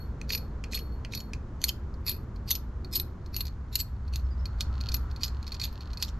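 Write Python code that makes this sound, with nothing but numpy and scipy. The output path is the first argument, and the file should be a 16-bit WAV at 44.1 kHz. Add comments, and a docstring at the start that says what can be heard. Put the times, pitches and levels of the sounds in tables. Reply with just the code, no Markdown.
"""A thumb flicks a steel nut along a hand-held bolt, about twice a second, close to a microphone pair.
Each flick grabs, pushes and slips: the threads scrape, the nut clacks and rings, and the bolt knocks in the fist.
The steel is struck or rubbed by bursts of tiny impacts that ring its resonances, with a short workshop tail.
Far off, shaped noise rumbles as traffic, and a small bird's gliding tones chirp faintly outside."""
import sys
import numpy as np
from scipy import signal
from scipy.fft import rfft, irfft, next_fast_len
from scipy.io import wavfile
from scipy.ndimage import map_coordinates

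SR = 44100
rng = np.random.default_rng(int(sys.argv[2]) if len(sys.argv) > 2 else 0)


def digitize_waveform(pressure):
    """Quantize a signal to 16-bit integers and store it at the path in sys.argv[1].

    Rows of a 2-D input are taken as channels; values are limited to [-1, 1].
    """
    field = np.atleast_2d(pressure).T
    bounded = np.clip(field, -1, 1)
    quanta = np.round(bounded * 32767).astype(np.int16)
    wavfile.write(sys.argv[1], SR, quanta)


N = 273137
SIZE = 16384  # samples in one contact sound
HZ = np.fft.rfftfreq(SIZE, 1 / SR)
TIME = np.arange(N) / SR
SHORT_TIME = np.arange(SIZE) / SR

# colour of the bolt damped by the fist: (frequency [Hz], relative level [dB])
BOLT_COLOUR = [(400, -40), (1100, -20), (2100, -32.5), (2550, -4.5), (3500, -5.5), (4350, 2), (5000, -3.5),
               (7000, -10.5), (8200, -16.5), (13000, -20.5), (14800, -47.5)]
# modes that stand out of that colour: (frequency [Hz], width [Hz], relative level [dB])
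BOLT_MODES = [(4345, 70, 4), (5291, 70, -6), (6446, 90, -2), (6865, 60, -3)]
# the nut's ring: (frequency [Hz], width [Hz], relative level [dB])
NUT_MODES = [(11830, 46, 0), (12172, 48, -3), (11950, 650, -20)]
# the dull knock in the fist: (frequency [Hz], width [Hz], relative level [dB])
KNOCK_MODES = [(2100, 280, -7.5), (2508, 150, 8)]
# each flick: the thumb grabs the nut, pushes it with a clack, then it slips free with a second clack:
# (time [s], grab strength [dB], push strength [dB], clack strength [dB],
#  wait until the slip [s], slip strength [dB], second clack strength [dB], how freely the nut rings [dB])
THUMB_FLICKS = [(0.323, -33.5, -31.5, -35, .0267, -45, -21.5, -3.5),
                (0.746, -39.5, -31, -30, 0.044, -45, -39, -4.5),
                (1.1495, -41.5, -39.5, -28.5, .053, -43, -36, -6.5),
                (1.6401, -41.5, -41.5, -13, 0.048, -25, -28.5, -0.5),
                (2.0927, -29.5, -33, -25.5, 0.019, -41, -38, 5.5),
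                (2.5068, -39, -23.5, -20, .046, -38.5, -26, -0.5),
                (2.954, -34, -25.5, -32, .0442, -48, -24.5, 2),
                (3.3644, -40, -42, -25.5, .0424, -32.5, -26, 0),
                (3.7551, -42, -43, -16.5, .0457, -27, -27.5, 0),
                (4.158, -43.5, -43.5, -31, .038, -63, -52.5, -9),
                (4.6076, -62, -37, -21.5, .012, -51, -48, -14),
                (4.943, -55, -41.5, -20.5, .0225, -63, -38.5, -1),
                (5.2378, -42, -30, -25, 0.042, -40.5, -42, -9),
                (5.637, -37.5, -30, -29, 0.015, -45, -30, -8),
                (6.0254, -45.5, -26.5, -19.5, 0.06, -44, -46, -12.5)]
GRIP_KNOCK = 0.22  # a grip that damps the nut passes more into the fist: dB of knock per dB of ring lost


def amp(db):
    """Decibels to gain."""
    return 10 ** (np.asarray(db) / 20)


def unit(x):
    """Scale to rms 1."""
    return x / np.sqrt(np.mean(x ** 2) + 1e-20)


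def along(points, hz):
    """Values of (frequency [Hz], value) points, read on a log frequency axis."""
    f, v = np.transpose(points)
    return np.interp(np.log(hz + 1), np.log(f + 1), v)


def curves(rows):
    """One value per sample for each column after the time."""
    s, *cols = np.transpose(rows)
    return [np.interp(TIME, s, c) for c in cols]


def add(track, s, sound):
    """Mix a sound into a track at s seconds."""
    part = track[max(round(s * SR), 0):][:len(sound)]
    part += sound[:len(part)]


def filtered(x, response):
    """Pass x through a complex response of frequency."""
    m = next_fast_len(N + SR // 2)
    spectrum = rfft(x, m) * response(np.fft.rfftfreq(m, 1 / SR))
    return irfft(spectrum, m)[..., :N]


def resonances(modes, hz):
    """Causal response of damped modes, each (frequency [Hz], width [Hz], level [dB])."""
    return sum(amp(db) * 1j * hz * w / (c * c - hz * hz + 1j * hz * w) for c, w, db in modes)


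def causal(gain):
    """Minimum-phase response with the given gain, so that the sound starts at the blow."""
    cepstrum = irfft(np.log(gain))
    cepstrum[1:SIZE // 2] *= 2
    cepstrum[SIZE // 2 + 1:] = 0
    return np.exp(rfft(cepstrum))


def grit(size, rate, spread_db, smooth):
    """Tiny impacts of uneven size, rate a second, over smooth friction noise."""
    hits = (rng.random(size) < rate / SR) * rng.choice([-1, 1], size)
    sizes = amp(spread_db * np.clip(rng.standard_normal(size), -2, 2))
    return unit(hits * sizes) + smooth * rng.standard_normal(size)


def contact(envelope, force, levels_db, vary_db, harden=0.89, firm_db=-31, softest_db=-9):
    """One contact drives bolt, nut and knock; the bolt's colour shifts with the point that is touched."""
    knots = np.linspace(0, SR / 2, num=44)
    shift_db = vary_db * np.interp(HZ, knots, rng.standard_normal(len(knots)))
    colour_db = along(BOLT_COLOUR, HZ) + shift_db
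    # a contact that rings the nut harder is shorter, hence brighter
    firmness_db = max(levels_db[1] - firm_db, softest_db)
    colour_db += harden * firmness_db * np.log2(np.maximum(HZ / 6000, 1))
    bolt = causal(amp(colour_db)) * (1 + resonances(BOLT_MODES, HZ))
    nut = resonances(NUT_MODES, HZ)
    knock = resonances(KNOCK_MODES, HZ) * resonances([(2400, 2400, 0)], HZ)
    drive = rfft(envelope * force)
    strength = np.sqrt(np.mean(envelope ** 2))
    bodies = zip(levels_db, (bolt, nut, knock))
    return strength * sum(amp(db) * unit(irfft(drive * body)) for db, body in bodies)


def clicks(rows, t60, settle_db, settle_t60=0.087, snap=0.83, vary_db=3.6):
    """Each click is a sharp blow, a few milliseconds of chatter and a faint settling rattle.

    Rows are (time [s], bolt strength [dB], nut strength [dB], knock strength [dB]); t60s are in seconds.
    """
    track = np.zeros(N)
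    chatter = amp(-60 * SHORT_TIME / t60)
    settling = amp(settle_db - 60 * SHORT_TIME / settle_t60)
    for s, *levels_db in rows:
        force = grit(SIZE, rate=3600, spread_db=11.0, smooth=0.99)
        force[0] += snap
        add(track, s, contact(chatter + settling, force, levels_db, vary_db))
    return track


def clacks(ring_limit_db=-20.5, clack_knock_db=-13):
    """The nut strikes the thread as it is pushed and again as it slips free."""
    rows = []
    for s, _, _, first_db, wait, _, second_db, ring_db in THUMB_FLICKS:
        for at, db in (s, first_db), (s + wait, second_db):
            nut_db = min(db, ring_limit_db) + ring_db  # harder blows ring the nut no louder
            knock_db = db + clack_knock_db - GRIP_KNOCK * ring_db
            rows.append((at, db, nut_db, knock_db))
    return clicks(rows, t60=0.016, settle_db=-21.0)


def rubs(catch_rate=145, catch_db=6.0):
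    """Each push of the thumb grinds the threads in three swells of dense tiny impacts: grab, push and slip."""
    # the scrapes of grab, push and slip:
    # (time to rise 30 dB [s], time to fall 30 dB [s], nut ring [dB], dull knock [dB])
    scrapes = [(.017, 0.0984, -9, -10), (.018, 0.0371, 1, -22.5), (.026, 0.022, -3.5, -16.5)]
    grab_lead_s, scrape_lag_s = 0.023, .003  # the grab peaks before the clack, the others just after theirs
    track = np.zeros(N)
    for s, grab_db, push_db, _, wait, slip_db, _, ring_db in THUMB_FLICKS:
        grab = s - grab_lead_s, grab_db
        push = s + scrape_lag_s, push_db
        slip = s + wait + scrape_lag_s, slip_db
        for (peak, db), (rise, fall, nut_db, knock_db) in zip((grab, push, slip), scrapes):
            lead = 2 * rise
            since_peak = SHORT_TIME - lead
            envelope = amp(-30 * np.maximum(-since_peak / rise, since_peak / fall))
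            # the flanks catch at uneven intervals; each catch starts hard and eases off
            catches = np.cumsum(rng.uniform(.3, 1.6, size=200)) / catch_rate
            easing = np.interp(SHORT_TIME, catches, np.arange(len(catches))) % 1
            grinding = grit(SIZE, rate=2000, spread_db=5.0, smooth=0.34)
            force = unit(amp(-2 * catch_db * easing)) * grinding
            levels_db = db, db + ring_db + nut_db, db + knock_db - GRIP_KNOCK * ring_db
            add(track, peak - lead, contact(envelope, force, levels_db, vary_db=5.5))
    return track


def taps(bolt_db=-6.0, nut_db=-30, damping=0.31):
    """The thumb lands on the bolt with a dull knock, and the flesh damps its ring."""
    # the thumb lands on the loosely held bolt: (time [s], strength before damping [dB])
    thumb_landings = [(0.214, -30.5), (0.305, -22), (0.334, -30), (0.3499, -25), (0.6395, -30), (0.733, -26),
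                      (0.774, -28.5), (1.0487, -32), (1.136, -26), (1.334, -27)]
    rows = [(s, db + bolt_db, db + nut_db, db) for s, db in thumb_landings]
    knocks = clicks(rows, t60=0.01, settle_db=-19)
    damped_mode = [(KNOCK_MODES[1][0], 260, 0)]
    return filtered(knocks, lambda hz: 1 - damping * resonances(damped_mode, hz))


def ticks(damped_db=-20, free_db=-4, knock_db=-12, soft_db=-5, bend=(4480, 700, -4)):
    """Under the thumb the nut clicks softly, mostly bending the bolt; just after a flick it is free to ring."""
    # the nut rocks in its play: (time [s], strength before softening [dB])
    rocking = [(0.332, -25.5), (0.3757, -33), (1.175, -34), (1.94, -52), (2.36, -50), (2.4864, -37.5),
               (2.8463, -40), (3.261, -46.5), (3.453, -38.5), (3.468, -37.5), (3.48, -40.5), (4.079, -49),
               (4.4555, -32), (4.8094, -33.5), (4.8883, -28.5), (4.918, -30.5), (5.113, -44.5),
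               (5.1615, -40), (5.2331, -20.5), (5.428, -42), (5.467, -37.5), (5.478, -36), (5.52, -30.5),
               (5.5434, -34), (5.5979, -29.5), (5.615, -27), (5.728, -50), (5.807, -40.5), (5.932, -39),
               (5.9725, -33.5)]
    thumb_off_s = .1  # how long the nut stays undamped after a flick
    rows = []
    for s, db in rocking:
        free = any(0 < s - flick[0] < thumb_off_s for flick in THUMB_FLICKS)
        ring_db = free_db if free else damped_db
        # nut and knock escape the softening that the filter below gives
        rows.append((s, db, db + ring_db - soft_db, db + knock_db - soft_db))
    hard = clicks(rows, t60=0.023, settle_db=-16, vary_db=0.0)
    # bend is (frequency [Hz], width [Hz], level [dB])
    return filtered(hard, lambda hz: amp(soft_db) + resonances([bend], hz))


def shank(pitch_hz=4341, t60=.26, attack=.002):
    """Where the grip is loose the bolt's bending mode sings on, fluttering as the nut wobbles and buzzes."""
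    # the thumb lets go and the loosely held bolt rings: (time [s], level [dB])
    releases = [(0, -49), (0.329, -35.5), (0.744, -31.5), (0.92, -57), (1.15, -35.5)]
    flutter, buzz_db = .42, -12
    track = np.zeros(N)
    for s, db in releases:
        wobble = map_coordinates(rng.standard_normal(SIZE), [SHORT_TIME * 110])  # 110 random values a second
        buzz = unit(irfft(rfft(rng.standard_normal(SIZE)) * resonances(NUT_MODES, HZ)))
        fade = amp(db - 60 * SHORT_TIME / t60) * (1 - np.exp(-SHORT_TIME / attack))
        tone = (1 + flutter * wobble) * np.sin(2 * np.pi * pitch_hz * SHORT_TIME)
        add(track, s, fade * (tone + amp(buzz_db) * buzz))
    return track


def coasting(nut_db=-15, dull_hz=5500):
    """Between pushes the turning nut ticks faintly: sparse impacts and friction ring bolt and nut."""
    # the nut coasting on the thread: (time [s], level [dB])
    coast = [(0, -76), (.95, -83), (1.5, -95), (3.15, -82.5), (4.65, -71.5), (4.87, -51.5), (5.05, -71),
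             (5.7, -57.5), (6.19, -74.5)]
    force = grit(N, rate=21, spread_db=0.0, smooth=0.58)

    def steel(hz):
        bolt = amp(along(BOLT_COLOUR, hz)) * (1 + resonances(BOLT_MODES, hz))
        dulled = bolt / (1 + (hz / dull_hz) ** 4)
        return dulled + amp(nut_db) * resonances(NUT_MODES, hz)

    return amp(curves(coast)[0]) * unit(filtered(force, steel))


def workshop(x):
    """The room answers with a short diffuse tail of fading noise, different at each microphone."""
    # decay of the room: (frequency [Hz], time to fall 60 dB [s])
    decay = [(4000, 0.24), (12000, 0.21)]
    hz, t, noise = signal.stft(rng.standard_normal((2, SR // 2)), SR, nperseg=256)
    fading = noise * amp(-60 * t / along(decay, hz)[:, None])
    tail = signal.istft(fading, SR, nperseg=256)[1]
    tail = np.pad(tail, ((0, 0), (int(0.003 * SR), 0)))  # the tail starts 3 ms late
    return signal.fftconvolve(x[None], tail / np.linalg.norm(tail[0]), axes=1)[:, :N]


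def air(gain):
    """Distant sound as stereo noise of rms 1, alike in the bass and wider in the treble."""
    # how alike the two microphones hear it: (frequency [Hz], left-right likeness [0 to 1])
    likeness = [(100, 1), (250, 0.97), (600, 0.82), (12000, 0.38)]

    def mid_side(hz):
        turn = np.arccos(np.clip(along(likeness, hz), -1, 1)) / 2
        return gain(hz) * np.array([np.cos(turn), np.sin(turn)])

    mid, side = filtered(rng.standard_normal((2, N)), mid_side)
    return unit(np.array([mid + side, mid - side]))


def traffic(tyre_db=1.0):
    """Far vehicles: rumble, body and tyre noise, with engines and tyre hiss swelling through."""
    # traffic passing: (time [s], rumble level [dB], body level [dB], tyre level before tyre_db [dB])
    passing = [(0, -35.5, -45, -57), (3, -36, -46.5, -58.5), (3.9, -34.5, -50, -59), (4.8, -32, -46.5, -54),
               (5.5, -36, -49, -55.5), (6.19, -36, -48.5, -55.5)]
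    # spectra of the three layers, each (frequency [Hz], relative level [dB])
    rumble_colour = [(10, -10), (30, -9), (46, -1), (66, 2.5), (98, -8.5), (120, -7), (150, -24.5),
                     (1000, -120)]
    body_colour = [(90, -15), (140, 2), (180, -2.5), (215, 1), (270, -7), (380, -10.5), (750, -22),
                   (3000, -55), (9000, -120)]
    tyre_colour = [(300, -11.5), (700, -6), (980, 0.5), (1400, -2.5), (1800, -9), (2600, -19.5),
                   (7000, -26), (8500, -36.5), (14000, -42.5)]
    # engine drones, and one swell of tyre hiss, that rise and fade: (peak time [s], half length [s], frequency
    # [Hz], width [Hz], level [dB])
    swells = [(0.6, 0.62, 452, 140, -55.5), (2, 0.41, 359, 60, -57), (3.02, 0.26, 358, 43, -51),
              (4.524, 0.39, 63.72, 2.8, -30.5), (4.85, 0.38, 1354, 230, -57)]
    rumble, body, tyres = curves(passing)
    layers = (rumble, rumble_colour), (body, body_colour), (tyres + tyre_db, tyre_colour)
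    out = sum(amp(db) * air(lambda hz: amp(along(colour, hz))) for db, colour in layers)
    for s, half, pitch, width, db in swells:
        swell = np.exp(-((TIME - s) / half) ** 2)
        drone = swell * air(lambda hz: resonances([(pitch, width, 0)], hz) ** 2)
        out = out + amp(db) * unit(drone) * np.sqrt(np.mean(swell ** 2))
    return out


def bird(length=0.026):
    """A small bird outside: short, thin gliding sine chirps, length in seconds."""
    # its calls: (time [s], start frequency [Hz], end frequency [Hz], level [dB])
    calls = [(4.24, 5400, 5220, -69), (4.304, 5050, 4670, -58), (4.385, 5150, 5340, -60)]
    track, u = np.zeros(N), np.linspace(0, 1, int(length * SR))
    for s, start_hz, end_hz, db in calls:
        phase = 2 * np.pi * np.cumsum(start_hz + (end_hz - start_hz) * u) / SR
        add(track, s, amp(db) * np.sin(np.pi * u) * np.sin(phase))
    return track


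def scene(room_db=-17):
    """The steel is close to the microphone pair; everything else is far off."""
    # level between the microphones: (frequency [Hz], left minus right [dB])
    balance = [(1000, -0.5), (2300, -1.5), (4200, -2.5), (8000, -1), (12000, 2.5)]
    # phase between the microphones: (frequency [Hz], lead of the left [rad])
    lead = [(2000, -0.62), (3600, -0.27), (5300, -0.51), (12000, -0.4)]
    steel = clacks() + taps() + ticks() + rubs() + shank() + coasting()
    sides = np.array([[.5], [-.5]])  # each microphone takes half of the difference

    def placed(hz):
        return amp(sides * along(balance, hz)) * np.exp(1j * sides * along(lead, hz))

    near = filtered(steel, placed)
    chirps = bird()
    return near + amp(room_db) * workshop(steel) + chirps + workshop(chirps) + traffic()


def record(dry):
    """The microphones' treble rolls off and ends at a band limit."""
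    rolloff = [(12600, -0.5), (13800, -24.0), (15000, -39)]  # (frequency [Hz], gain [dB])
    top_hz = 15000
    return filtered(dry, lambda hz: amp(along(rolloff, hz)) * (hz < top_hz))


dry = scene()
out = record(dry)
digitize_waveform(out)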